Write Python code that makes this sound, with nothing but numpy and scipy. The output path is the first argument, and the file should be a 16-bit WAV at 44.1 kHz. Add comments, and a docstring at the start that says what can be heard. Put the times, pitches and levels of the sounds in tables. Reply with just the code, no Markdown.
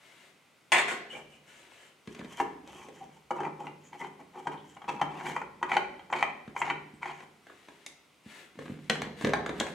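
"""Fuel cap in a bare garage

Close to the microphone, a hand sets a plastic cap into a car's filler neck and turns it in several grips:
blows ring decaying modes, and thread and fingers rub as trains of tiny slips through surface colours.
The hand also bumps flap and body panel, the latch snaps, a sleeve swishes over the scene.
A few metres off, a hard object clatters early on, then slides, scuffs and squeaks as it settles.
Every source is heard directly and through synthetic room echoes, over quiet room noise.
"""
import sys
import numpy as np
from scipy import signal
from scipy.fft import rfft, irfft
from scipy.io import wavfile
from scipy.ndimage import uniform_filter1d, map_coordinates

SR = 44100
rng = np.random.default_rng(int(sys.argv[2]) if len(sys.argv) > 2 else 0)


def materialize(psi):
    """Save the field psi as 16-bit PCM at rate SR to the path in sys.argv[1].

    A 1-D psi becomes a single channel; in a 2-D psi each row is a channel.
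    """
    bounded = np.clip(np.atleast_2d(psi).T, -1, 1)
    quanta = np.round(bounded * 32767).astype(np.int16)
    wavfile.write(sys.argv[1], SR, quanta)


N = 429534
TIME = np.arange(N) / SR

# All levels in the tables are relative: each source sets its own balance on top.
# Mode pitches and levels of cap, flap, latch and far object are nominal: each blow varies them;
# panel and room modes stay fixed.
THREAD_CATCHES_S = 3.8
GRIP_HISS_DB = -67.5  # the fingers creep a little during every turn
QUICKENING = 0.72  # a harder contact is over sooner (dB of contact time per dB of hardness)
AIR_DB = -65
TOP_HZ = 15750

# Five parts of every blow, thud, body, clack, ring and tick: low_hz, high_hz
BLOW_PARTS = [(60, 600), (600, 1850), (1850, 2750), (2750, 4500), (4500, 16000)]

# The cap knocks in the neck; a blow on its rim rings higher: start_s, level_db, hardness_db, rim_ring_db
CAP_KNOCKS = [(2.399, -26, -4, 0.5), (3.306, -30.5, -6, 2), (3.402, -36, -8.5, 2), (3.432, -39.5, 0, 0),
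              (3.449, -36.5, 4.5, -10), (3.668, -41.5, 9, 4.5), (3.929, -45.5, 5, 2),
              (4.045, -41.5, 1.5, 7), (4.354, -50.5, -10, 0), (4.469, -30.5, -3.5, 1.5),
              (4.767, -47, 2.5, 3), (4.817, -46.5, 0, 7), (4.841, -48, 0, 3), (4.891, -37.5, -3, -3),
              (4.907, -51, -7, -3), (5.013, -24, -2, 5), (5.024, -38.5, -5, -12), (5.209, -42, 1, 2),
              (5.363, -29, 3.5, -5), (5.415, -37, -0.5, -7), (5.627, -26.5, 1, -0.5),
              (5.717, -25.5, 12, -3), (5.766, -20.5, 3.5, 4.5), (5.771, -31.5, 11.5, -9),
              (5.993, -47.5, 5, 7), (6.099, -43.5, -3, -2), (6.126, -26.5, 5, 1), (6.135, -30, 7, -11),
              (6.226, -21, 9.5, -1.5), (6.563, -32, 5.5, -6), (6.616, -25.5, 5.5, -5),
              (6.623, -36.5, 16, -8), (6.7, -29.5, 16.5, 2), (6.706, -32, 0.5, -17), (7.029, -36, 9, -12),
              (7.056, -36.5, 4, -4), (7.095, -43, 2, 3)]
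# What the cap rings with: pitch_hz, level_db, t60_s
CAP_MODES = [(298, 1, 0.038), (374, -1.5, 0.1), (538, 5, 0.036), (739, -11.5, 0.02), (849, -3, 0.033),
             (956, 0, 0.019), (1014, 3.5, 0.013), (1270, -7.5, 0.0096), (1996, 14.5, 0.021),
             (2175, 19.5, 0.012), (2332, 9.5, 0.04), (2630, 4, 0.018), (3072, 6.5, 0.042),
             (4400, -10, 0.013), (6150, 8, 0.0073), (7140, -1, 0.01)]
# Crack of a blow on the cap: frequency_hz, density_db (per Hz)
CAP_CRACK = [(60, -35), (150, 0), (400, -1.5), (600, 3.5), (950, 22), (1600, 16), (2400, 3), (3300, -9.5),
             (5000, -17), (7400, -17.5), (9500, -24.5), (15000, -41.5)]
# The hand turns the cap, a stroke at a time: start_s, end_s, pressure_db
CAP_TURNS = [(2.677, 2.905, -54.5), (3.004, 3.05, -48), (3.169, 3.174, -48), (3.358, 3.482, -36.5),
             (3.592, 3.693, -43.5), (3.929, 3.963, -41.5), (3.999, 4.076, -42), (4.198, 4.212, -39.5),
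             (4.336, 4.409, -47.5), (4.512, 4.556, -42.5), (4.885, 4.902, -29.5), (4.903, 4.976, -48),
             (4.997, 5.003, -33.5), (5.102, 5.257, -44.5), (5.241, 5.335, -38), (5.69, 5.784, -35.5),
             (6.149, 6.225, -37.5), (6.643, 6.717, -38), (7.019, 7.127, -46.5), (7.107, 7.25, -57.5)]
# The deeper the cap sits in its thread, the more a turn grates: time_s, grit_db (over the pressure)
GRATING = [(2.6, -28), (3.5, -18), (5.3, -8), (5.7, -4), (7.1, -0.5)]
# The fingers slide to a new grip: start_s, end_s, level_db
REGRIPS = [(2.08, 2.28, -65), (2.29, 2.36, -57), (2.378, 2.41, -46.5), (2.67, 2.87, -60.5),
           (2.94, 3.0, -63.5), (3.03, 3.18, -74), (3.83, 3.89, -66.5), (3.998, 4.025, -56.5),
           (4.42, 4.48, -67), (4.65, 4.76, -67.5), (5.255, 5.305, -48), (5.33, 5.41, -64),
           (6.578, 6.612, -50)]
# Dry fingertips chatter on the grip, at varied pitches: start_s, end_s, level_db, pitch_hz
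FINGER_SQUEAKS = [(2.382, 2.398, -51, 1520), (2.385, 2.398, -46, 3030), (2.68, 2.87, -73, 6100),
                  (2.945, 3.0, -72, 7100), (3.14, 3.2, -79, 7100), (3.6, 3.66, -76, 7300),
                  (3.835, 3.89, -63.5, 6800), (3.998, 4.022, -47, 2000), (4.42, 4.47, -77, 7500),
                  (4.57, 4.61, -61, 3150), (4.68, 4.76, -73, 7200), (4.885, 4.903, -55.5, 5960),
                  (5.262, 5.3, -63.5, 7300), (6.113, 6.123, -60, 7100), (6.15, 6.22, -74, 7300),
                  (6.583, 6.609, -49.5, 7300), (6.64, 6.69, -83, 7450), (6.94, 6.98, -75, 8200),
                  (7.13, 7.19, -75.5, 6700)]
# Colour of the rubbing thread: frequency_hz, density_db (per Hz)
RUB_COLOUR = [(100, -21), (170, -4), (350, -2), (650, -8.5), (860, 12.5), (1020, -1), (1250, -3),
              (1600, -24.5), (2200, -34)]
# Colour of grit in the thread and under the fingers: frequency_hz, density_db (per Hz)
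GRIT_COLOUR = [(780, -2), (960, 14), (1200, -0.5), (1650, 3), (1950, 6), (2150, 4), (2400, 10.5),
               (2750, -17), (3030, 3.5), (3300, -10.5), (4400, -10), (5200, -19), (7300, -16), (8600, -24),
               (11000, -27), (15000, -50)]
# Colour of fingers or any light, dry scrape: frequency_hz, density_db (per Hz)
DRY_SCRAPE_COLOUR = [(2500, -12), (3080, 16), (3800, -10), (4800, -8), (5900, 2.5), (7400, -1),
                     (9500, -7.5), (12500, -12), (15000, -30)]

# Hand and cap bump the filler housing and flap; skin is soft, nail and plastic are hard, and the middle
# of the flap sounds hollow, its rim does not: start_s, level_db, hardness_db, hollowness_db
FLAP_KNOCKS = [(2.073, -48.5, 2.5, -4.5), (2.148, -55.5, 11, 1), (2.192, -50, 3, -3.5),
               (2.21, -51, -12, 8.5), (2.245, -55, 6, -3.5), (2.675, -62, 14, -11.5), (2.885, -57, 4, -8.5),
               (6.476, -51, -5, -0.5), (7.203, -51, 0, 2), (7.467, -54, -3, 2.5), (7.496, -52.5, -11, 5),
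               (7.684, -50, -1, 1), (7.863, -52, 22, -4.5), (8.588, -44.5, -4, -2.5), (8.658, -49.5, -4, 2),
               (8.955, -46, 11, 11), (9.018, -36, 6.5, 1), (9.21, -41.5, -1, -0.5), (9.222, -51, 12, 10),
               (9.246, -29, 0, -2), (9.27, -34.5, 0, 0), (9.292, -44, 3, -10), (9.334, -27.5, 2, 7),
               (9.461, -35.5, 0.5, 2), (9.491, -34.5, -3.5, 0), (9.607, -31, -7.5, 3.5), (9.667, -46, 9, 4),
               (9.683, -50, -1, 7)]
# What housing and flap ring with: pitch_hz, level_db, t60_s
FLAP_MODES = [(68, -46, 0.22), (159, -3.5, 0.063), (243, 1.5, 0.06), (398, 0.5, 0.054), (560, 6.5, 0.03),
              (720, -1, 0.0061), (950, 8, 0.018), (1380, 3, 0.026), (1620, 11, 0.025), (1718, 13.5, 0.019),
              (2125, 10, 0.023), (2955, -7, 0.02), (3700, 4, 0.011), (4525, -5, 0.023), (6270, 5, 0.012),
              (10650, 10, 0.0028)]
# Crack of flap, latch and dirt specks: frequency_hz, density_db (per Hz)
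CRACK_COLOUR = [(60, -26), (150, 4.5), (400, 15), (1000, 20.5), (2500, 4), (3900, 1.5), (5000, -6.5),
                (7800, -8.5), (11000, -22), (15000, -33)]
# The flap's latch snaps and rebounds: start_s, level_db, hardness_db
LATCH_CLICKS = [(8.8965, -21.5, 0.5), (8.903, -35, -5.5), (8.9085, -49, -5), (8.913, -48, 6),
                (9.599, -26.5, 4.5), (9.612, -43, 2)]
# What the latch rings with: pitch_hz, level_db, t60_s
LATCH_MODES = [(220, -1.5, 0.039), (422, -12, 0.027), (660, -1, 0.014), (970, -1, 0.016), (1525, 2, 0.022),
               (2080, 0, 0.013), (2890, -7, 0.012), (3350, 15, 0.016), (3980, 11, 0.015), (5970, 0, 0.013),
               (7340, 3, 0.0085), (8440, -3, .01), (11280, -11, .01)]

# The soft side of the hand thumps the body panel: start_s, level_db
PANEL_THUMPS = [(2.075, -38.5), (2.194, -41), (2.221, -42), (6.477, -41), (8.26, -43), (6.935, -46.5),
                (8.575, -48), (8.697, -33), (8.718, -34), (9.025, -34), (9.24, -23.5), (9.268, -26.5)]
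# What the panel rings with: pitch_hz, level_db, t60_s
PANEL_MODES = [(70, -24, 0.061), (158, -4.5, 0.053), (212.4, 11, 0.051), (366, -2.5, 0.059)]
# The hand leans and drags on the bodywork: start_s, end_s, level_db
PANEL_DRAGS = [(2.14, 2.28, -41), (2.42, 2.57, -46), (2.62, 3.15, -54), (4.88, 4.98, -39), (8.57, 8.8, -41),
               (8.93, 9.08, -35.5), (9.235, 9.305, -27), (9.36, 9.72, -42.5)]
# Colour of skin on the panel: frequency_hz, density_db (per Hz)
PANEL_COLOUR = [(35, -41), (68, -13), (95, -34), (150, 2.5), (220, 2), (380, -5), (600, -16), (1500, -16),
                (3000, -22.5)]

# The sleeve swishes with each move of the arm: start_s, end_s, level_db
SLEEVE_SWISHES = [(0, 0.3, -58), (1.45, 1.9, -59), (7.44, 7.88, -62.5), (8.27, 8.44, -50.5),
                  (8.57, 8.76, -57.5), (8.8, 8.89, -59.5), (9.19, 9.27, -44), (9.55, 9.74, -50.5)]
# Colour of sliding cloth: frequency_hz, density_db (per Hz)
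CLOTH_COLOUR = [(200, -3), (600, 4), (1200, 5), (2000, 10.5), (3700, 4), (5000, -4.5), (7500, -3.5),
                (10000, -9), (15000, -21)]

# A hard object clatters across the room and settles: start_s, level_db, hardness_db
FAR_KNOCKS = [(0.719, -17.5, 4), (0.73, -29, -1), (0.742, -29, 5), (0.762, -21.5, -2.5), (0.782, -26, 5.5),
              (0.879, -29, 0), (0.908, -31.5, -6), (1.128, -43, -14), (1.153, -50, -10), (1.18, -62, -12)]
# What the far object rings with: pitch_hz, level_db, t60_s
FAR_MODES = [(300, 4.5, 0.11), (494, 15, 0.059), (810, 7, 0.027), (1100, 4.6, 0.03), (1370, 11, 0.053),
             (1720, 13, 0.065), (2165, 32, 0.036), (2450, 5.9, 0.05), (2700, 8.2, 0.058),
             (3260, 5.2, 0.053), (5330, 3, 0.031), (7300, 8.5, 0.055), (7800, 5.6, 0.058)]
# Colour of its cracks and slides: frequency_hz, density_db (per Hz)
FAR_CRACK = [(70, -39), (130, -26), (300, -7), (450, -7), (750, -4.5), (1100, -2.5), (2300, -2.5),
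             (3200, -10), (4200, -18), (5200, -15), (7900, -8.5), (10000, -21), (15500, -42)]
# It slides a little: start_s, end_s, level_db
FAR_SLIDES = [(.875, .93, -43), (1.097, 1.185, -54.5), (1.29, 1.36, -65), (1.47, 1.62, -61.5),
              (1.72, 1.88, -64)]
# Its underside scuffs the floor as it comes to rest: start_s, end_s, level_db
FAR_SCUFFS = [(1.135, 1.19, -51.5), (1.205, 1.245, -54)]
# Colour of that scuff: frequency_hz, density_db (per Hz)
SCUFF_COLOUR = [(140, -7), (230, -4), (330, -7), (580, 0), (850, 5.5), (1150, -15)]
# It squeaks as it settles: start_s, end_s, level_db, pitch_hz
FAR_SQUEAKS = [(1.095, 1.122, -41, 2950), (1.128, 1.16, -47, 2310), (1.315, 1.345, -58, 2890),
               (1.325, 1.355, -58, 2460), (1.475, 1.505, -62, 3020), (1.485, 1.512, -56, 1420),
               (1.76, 1.86, -62, 3040)]

# The garage's echo: frequency_hz, t60_s, level_db, left_right_likeness (0-1), left_over_right_db
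ROOM_ECHO = [(58.4, 3.7, 24, 0.93, 0.5), (112, 2.2, -1.5, 1, -12), (138, 1.8, 4.5, 1, -3),
             (345, 1.02, 7, 0.94, -5), (600, 0.87, 3, 0.53, -3), (916, 0.56, -2.5, 0.34, 0),
             (2160, 0.67, 0, 0.35, -2), (2830, 0.48, -2, 0.76, -3), (3580, 0.72, -0.5, 0, -2),
             (5000, 0.67, -2.5, 0, -4), (8100, 0.31, -1.5, 0.6, -2), (15100, 0.39, -2, 0.6, -3)]
# Its standing waves: pitch_hz, level_db, t60_s
ROOM_MODES = [(150.7, -49.5, 0.86), (225, -61, 0.6), (372.5, -48.5, 0.41), (408.2, -50.5, 0.68),
              (577.7, -60.5, 0.5), (820, -59.5, 0.32), (897, -60.5, 0.15), (959, -58.5, 0.34),
              (1086, -55, 0.29)]
# Colour of the room noise: frequency_hz, density_db (per Hz)
AIR_COLOUR = [(15, -33), (25, -21), (153, 5.5), (575, 1), (1290, 0), (1440, 0), (1610, -3.5), (1840, -6),
              (2000, 1.5), (3720, -6), (4030, -8), (6380, -11.5), (9070, -13), (9840, -14.5), (16000, -25)]


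def cap():
    """The cap knocks in the neck; each turn rubs and grates the thread, and the fingers slide on the grip."""
    blows = knocks(
        CAP_KNOCKS, CAP_MODES, CAP_CRACK, trims_db=[-16.0, 0.5, -11.5, -19, -27.5],
        tilts=[(-1.48, -0.27), (-0.29, -0.083), (0.65, -0.23), (0.49, 0.93), (-0.15, 0.13)],
        cracks_db=[2.0, -6.5, -3.5, -5, 1.0], crack_t60=0.036, rise_s=0.0023, detune=0.029,
        stiffen_per_s=0.012)
    blows = low_cut(blows, hz=105.5, order=4)

    # once the thread has caught, the cap slides for a moment before it strikes
    slides_in = [(s - .012, s, db) for s, db, *_ in CAP_KNOCKS if s > THREAD_CATCHES_S]
    run_up = strokes(slides_in, edge_s=0.0042)
    thread = friction(RUB_COLOUR, slips_per_s=2000, spread_db=1.5, flutter_db=3.0)
    thread = wander(thread, share=0.05, size=1200)
    rub = thread * (strokes(CAP_TURNS, edge_s=0.02) + undb(-14.5) * run_up)

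    regripping = strokes(REGRIPS, edge_s=0.063)
    grating = strokes(CAP_TURNS, edge_s=0.018) * undb(np.interp(TIME, *np.transpose(GRATING)))
    grains = friction(GRIT_COLOUR, slips_per_s=2200, spread_db=2, flutter_db=2.5)
    grains = wander(grains, share=0.06, size=900)
    grit = grains * (grating + undb(1.5) * regripping)

    skin = friction(DRY_SCRAPE_COLOUR, slips_per_s=3000, spread_db=3, flutter_db=3)
    creeping = strokes([(start, end, GRIP_HISS_DB) for start, end, _ in CAP_TURNS], edge_s=0.012)
    finger_motion = np.maximum(regripping, creeping)
    # specks of dirt crackle under the thread and fingers
    specks = friction(CRACK_COLOUR, slips_per_s=110, spread_db=2, flutter_db=0) * finger_motion
    chatter = squeaks(FINGER_SQUEAKS, sharpness=7.0, flutter_db=4.0, edge_s=0.011)
    return blows + undb(-3.0) * rub + grit + skin * finger_motion + undb(-5.5) * specks + chatter


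def flap():
    """Bumps ring the housing and the hollow flap; spot and hardness change the balance of each blow."""
    blows = knocks(
        FLAP_KNOCKS, FLAP_MODES, CRACK_COLOUR, trims_db=[-1.5, 1.0, -4.0, -8, -14.0],
        tilts=[(-0.57, -1.65), (0.12, 0.77), (0.58, -0.073), (0.6, -0.3), (0.97, -0.3)],
        cracks_db=[11.0, 3.2, 1.2, 7.4, 2.5], crack_t60=0.022, rise_s=0.0016, detune=0.03)
    return low_cut(blows, hz=74, order=5)


def latch():
    """The sprung latch snaps with a bright, metallic ring."""
    clicks = knocks(
        LATCH_CLICKS, LATCH_MODES, CRACK_COLOUR, trims_db=[-9.5, -7.5, -5.5, -5.0, -13.5],
        tilts=[-0.29, -1.9, -1.1, 0.03, 1.0],
        cracks_db=[1.4, 3.4, 13, 5, 5], crack_t60=0.019, rise_s=0.0027, detune=0.017)
    return low_cut(clicks, hz=109, order=3)


def panel(push_s=0.0018):
    """Skin drags on the body panel and thumps it softly, so that only its low modes ring."""
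    t = np.arange(SR // 4) / SR
    ring = sum(undb(db) * np.sin(2 * np.pi * hz * t) * fade(t, t60) for hz, db, t60 in PANEL_MODES)
    soft_ring = ring * (1 - np.exp(-(t / push_s) ** 2))
    pushes = np.zeros(N)
    for start, level_db in PANEL_THUMPS:
        pushes[int(start * SR)] = undb(level_db)
    thumps = signal.fftconvolve(pushes, soft_ring)[:N]
    skin = friction(PANEL_COLOUR, slips_per_s=400, spread_db=3, flutter_db=2)
    drags = skin * strokes(PANEL_DRAGS, edge_s=0.11)
    return low_cut(undb(-4.5) * thumps + undb(-10.0) * drags, hz=69.4, order=4)


def sleeve():
    """Cloth fibres slide over each other in a dense train of slips."""
    fibres = friction(CLOTH_COLOUR, slips_per_s=12000, spread_db=2, flutter_db=1)
    return undb(-4.0) * fibres * strokes(SLEEVE_SWISHES, edge_s=0.087)


def clatter():
    """A hard object rattles to rest some way off, then slides, scuffs and squeaks as it shifts."""
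    blows = knocks(
        FAR_KNOCKS, FAR_MODES, FAR_CRACK, trims_db=[-16.5, -0.5, -1.5, -7, -13.0],
        tilts=[-0.74, 0.25, 0.9, 0.52, 1.0],
        cracks_db=[20, 22, 8.5, 25, 17], crack_t60=0.043, rise_s=0.00079, detune=0.043)
    blows = low_cut(blows, hz=135, order=4)  # a small object radiates no bass
    squeal = squeaks(FAR_SQUEAKS, sharpness=13, flutter_db=2.5, edge_s=0.0056)
    slides = friction(FAR_CRACK, slips_per_s=5100, spread_db=2, flutter_db=2)
    slides = slides * strokes(FAR_SLIDES, edge_s=0.01)
    scraping = friction(DRY_SCRAPE_COLOUR, slips_per_s=4100, spread_db=2, flutter_db=1.5)
    scraping = scraping * strokes(FAR_SLIDES, edge_s=0.006)
    scuffs = friction(SCUFF_COLOUR, slips_per_s=900, spread_db=4, flutter_db=6.5)
    scuffs = scuffs * strokes(FAR_SCUFFS, edge_s=0.02)
    return blows + squeal + slides + undb(-3.5) * scraping + scuffs


def knocks(table, modes, crack_points, trims_db, tilts, cracks_db, crack_t60, rise_s, detune,
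           stiffen_per_s=0):
    """Each blow rings the modes and adds a short crack; grip and spot shift and weight the modes anew.

    The kind of contact shifts strength between the five parts, by tilts in dB per dB.
    A thing that is being tightened rings a little higher with every second (stiffen_per_s, a share).
    """
    t = np.arange(SR // 4) / SR
    attack = t < .01  # each part is levelled over its first 10 ms
    out = np.zeros(N + len(t))
    hz, db, t60 = np.transpose(modes)
    midway = np.mean([row[0] for row in table])
    for start, level_db, *touch in table:
        contact_s = rise_s * undb(-QUICKENING * touch[0])
        contact = 1 - np.exp(-(t / contact_s) ** 2)  # the surface yields before it pushes back
        pitch = hz * (1 + stiffen_per_s * (start - midway) + detune * rng.standard_normal(len(hz)))
        weight = undb(db + 2 * rng.standard_normal(len(hz))) * rng.choice([-1, 1], len(hz))
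        rings = weight[:, None] * np.sin(2 * np.pi * pitch[:, None] * t) * fade(t, t60[:, None])
        grit = colour(rng.standard_normal(len(t)), crack_points)
        i = int(start * SR)
        for (lo, hi), trim_db, tilt, crack_db in zip(BLOW_PARTS, trims_db, tilts, cracks_db):
            ring = unit(rings[(hz >= lo) & (hz < hi)].sum(axis=0) * contact)
            crack = unit(band(grit, lo, hi) * fade(t, crack_t60) * contact)
            blow = ring + undb(crack_db) * crack
            gain = undb(level_db + trim_db + np.dot(tilt, touch))
            out[i:i + len(t)] += gain * blow / np.std(blow[attack])
    return out[:N]


def friction(points, slips_per_s, spread_db, flutter_db):
    """Tiny slips of uneven size, coming in fits and starts, ring a surface."""
    happens = rng.random(N) < slips_per_s / SR
    slips = happens * rng.standard_normal(N) * undb(spread_db * rng.standard_normal(N))
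    return colour(slips * undb(flutter_db * slow_noise(500)), points)


def squeaks(table, sharpness, flutter_db, edge_s):
    """Stick and slip feed one narrow resonance for each row (start_s, end_s, level_db, pitch_hz)."""
    fits = slow_noise(150)
    slips = rng.standard_normal(N) * undb(flutter_db * fits)
    out = np.zeros(N)
    for row in table:
        b, a = signal.iirpeak(row[3], sharpness, fs=SR)
        tone = signal.lfilter(b, a, signal.lfilter(b, a, slips))
        out += unit(tone) * strokes([row], edge_s)
    return out


def wander(x, share, size):
    """The point of contact travels, so the resonances in x drift up and down by a share of their pitch."""
    drift = slow_noise(size)
    return map_coordinates(x, [np.cumsum(1 + share * drift)], mode="mirror")


def strokes(table, edge_s):
    """Gain of a row of sliding strokes (start_s, end_s, level_db), swelling and dying over edge_s."""
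    gain = np.zeros(N)
    for start, end, db, *_ in table:
        inside = np.clip(np.minimum(TIME - start, end - TIME) / edge_s + .5, 0, 1)
        gain = np.maximum(gain, undb(db) * inside)
    return gain


def slow_noise(size):
    """Noise smoothed twice over size samples, rms 1."""
    return unit(uniform_filter1d(uniform_filter1d(rng.standard_normal(N), size=size), size=size))


def undb(db):
    """Decibels to gain."""
    return 10 ** (np.asarray(db) / 20)


def unit(x):
    """Scale to rms 1."""
    return x / np.sqrt(np.mean(x ** 2))


def fade(t, t60):
    """Exponential decay, 60 dB down after t60."""
    return np.exp(-np.log(1000) * t / t60)


def colour(x, points):
    """Filter x by (Hz, dB) points, falling a further 18 dB an octave beyond the ends; rms 1."""
    hz, db = np.transpose(points)
    bins = np.maximum(np.fft.rfftfreq(x.shape[-1], 1 / SR), 1)
    skirts = np.minimum(1, np.minimum(bins / hz[0], hz[-1] / bins)) ** 3
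    curve = undb(np.interp(np.log(bins), np.log(hz), db))
    return unit(irfft(rfft(x) * skirts * curve, x.shape[-1]))


def band(x, lo, hi):
    """Keep the range lo-hi in Hz."""
    bins = np.fft.rfftfreq(x.shape[-1], 1 / SR)
    return irfft(rfft(x) * ((bins >= lo) & (bins < hi)), x.shape[-1])


def low_cut(x, hz, order):
    """High-pass filter that thins the bass below hz."""
    return signal.sosfilt(signal.butter(order, hz, "high", fs=SR, output="sos"), x)


def garage(build_s, early_db, early_t60):
    """Left and right echo: strong early returns off the car, a diffuse tail, a few standing waves."""
    t = np.arange(SR) / SR
    hz, *columns = np.transpose(ROOM_ECHO)
    edges = np.geomspace(35, 17000, 25)
    mid, side = rng.standard_normal((2, len(t)))
    out = np.zeros((2, len(t)))
    for lo, hi in zip(edges, edges[1:]):
        centre = np.log(lo * hi) / 2  # log of the band's middle
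        t60, db, alike, lean_db = (np.interp(centre, np.log(hz), c) for c in columns)
        alike = np.clip(alike, 0, 1)
        decay = fade(t, t60) + undb(early_db) * fade(t, early_t60)
        shape = (1 - np.exp(-(t / build_s) ** 2)) * decay
        both, apart = (unit(band(noise, lo, hi) * shape) for noise in (mid, side))
        pair = np.sqrt(1 + alike) * both + np.sqrt(1 - alike) * np.array([apart, -apart])
        lean = np.array([[lean_db], [-lean_db]]) / 2
        out += undb(db + lean) * pair * np.sqrt((hi - lo) / SR / len(t))
    waves = sum(undb(db) * np.sin(2 * np.pi * f * t) * fade(t, t60) for f, db, t60 in ROOM_MODES)
    return out + waves


def place(x, direct_db, room_db, pan_db):
    """A source heard directly and by way of the room; pan_db is left over right."""
    room = garage(build_s=0.00096, early_db=1.0, early_t60=0.19)
    echo = signal.fftconvolve(x[None], room, axes=1)[:, :N]
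    sides = undb(np.array([[pan_db], [-pan_db]]) / 2)
    return sides * (undb(direct_db) * x + undb(room_db) * echo)


def air(side_db=-7):
    """Quiet steady room noise; the bass is alike on both sides."""
    mid, side = colour(rng.standard_normal((2, N)), AIR_COLOUR)
    side = undb(side_db) * band(side, 180, SR / 2)
    return undb(AIR_DB) * np.array([mid + side, mid - side])


def scene():
    """Near and far sources share one room, but each spot in it has its own pattern of echoes."""
    sources = [place(cap(), direct_db=1.0, room_db=-0.86, pan_db=1.54),
               place(flap(), direct_db=-2.5, room_db=-2.5, pan_db=1.7),
               place(latch(), direct_db=-0.5, room_db=-2.5, pan_db=2.5),
               place(panel(), direct_db=1.0, room_db=-10.5, pan_db=-0.5),
               place(sleeve(), direct_db=0.0, room_db=2.0, pan_db=5.0),
               place(clatter(), direct_db=-8.5, room_db=0.0, pan_db=2.5)]
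    return sum(sources) + air()


def record(dry):
    """The microphone thins the deep bass and the recorder cuts the top steeply."""
    top_cut = signal.ellip(8, .2, 70, TOP_HZ, fs=SR, output="sos")
    return signal.sosfilt(top_cut, low_cut(dry, hz=54.5, order=2))


dry = scene()
out = record(dry)
materialize(out)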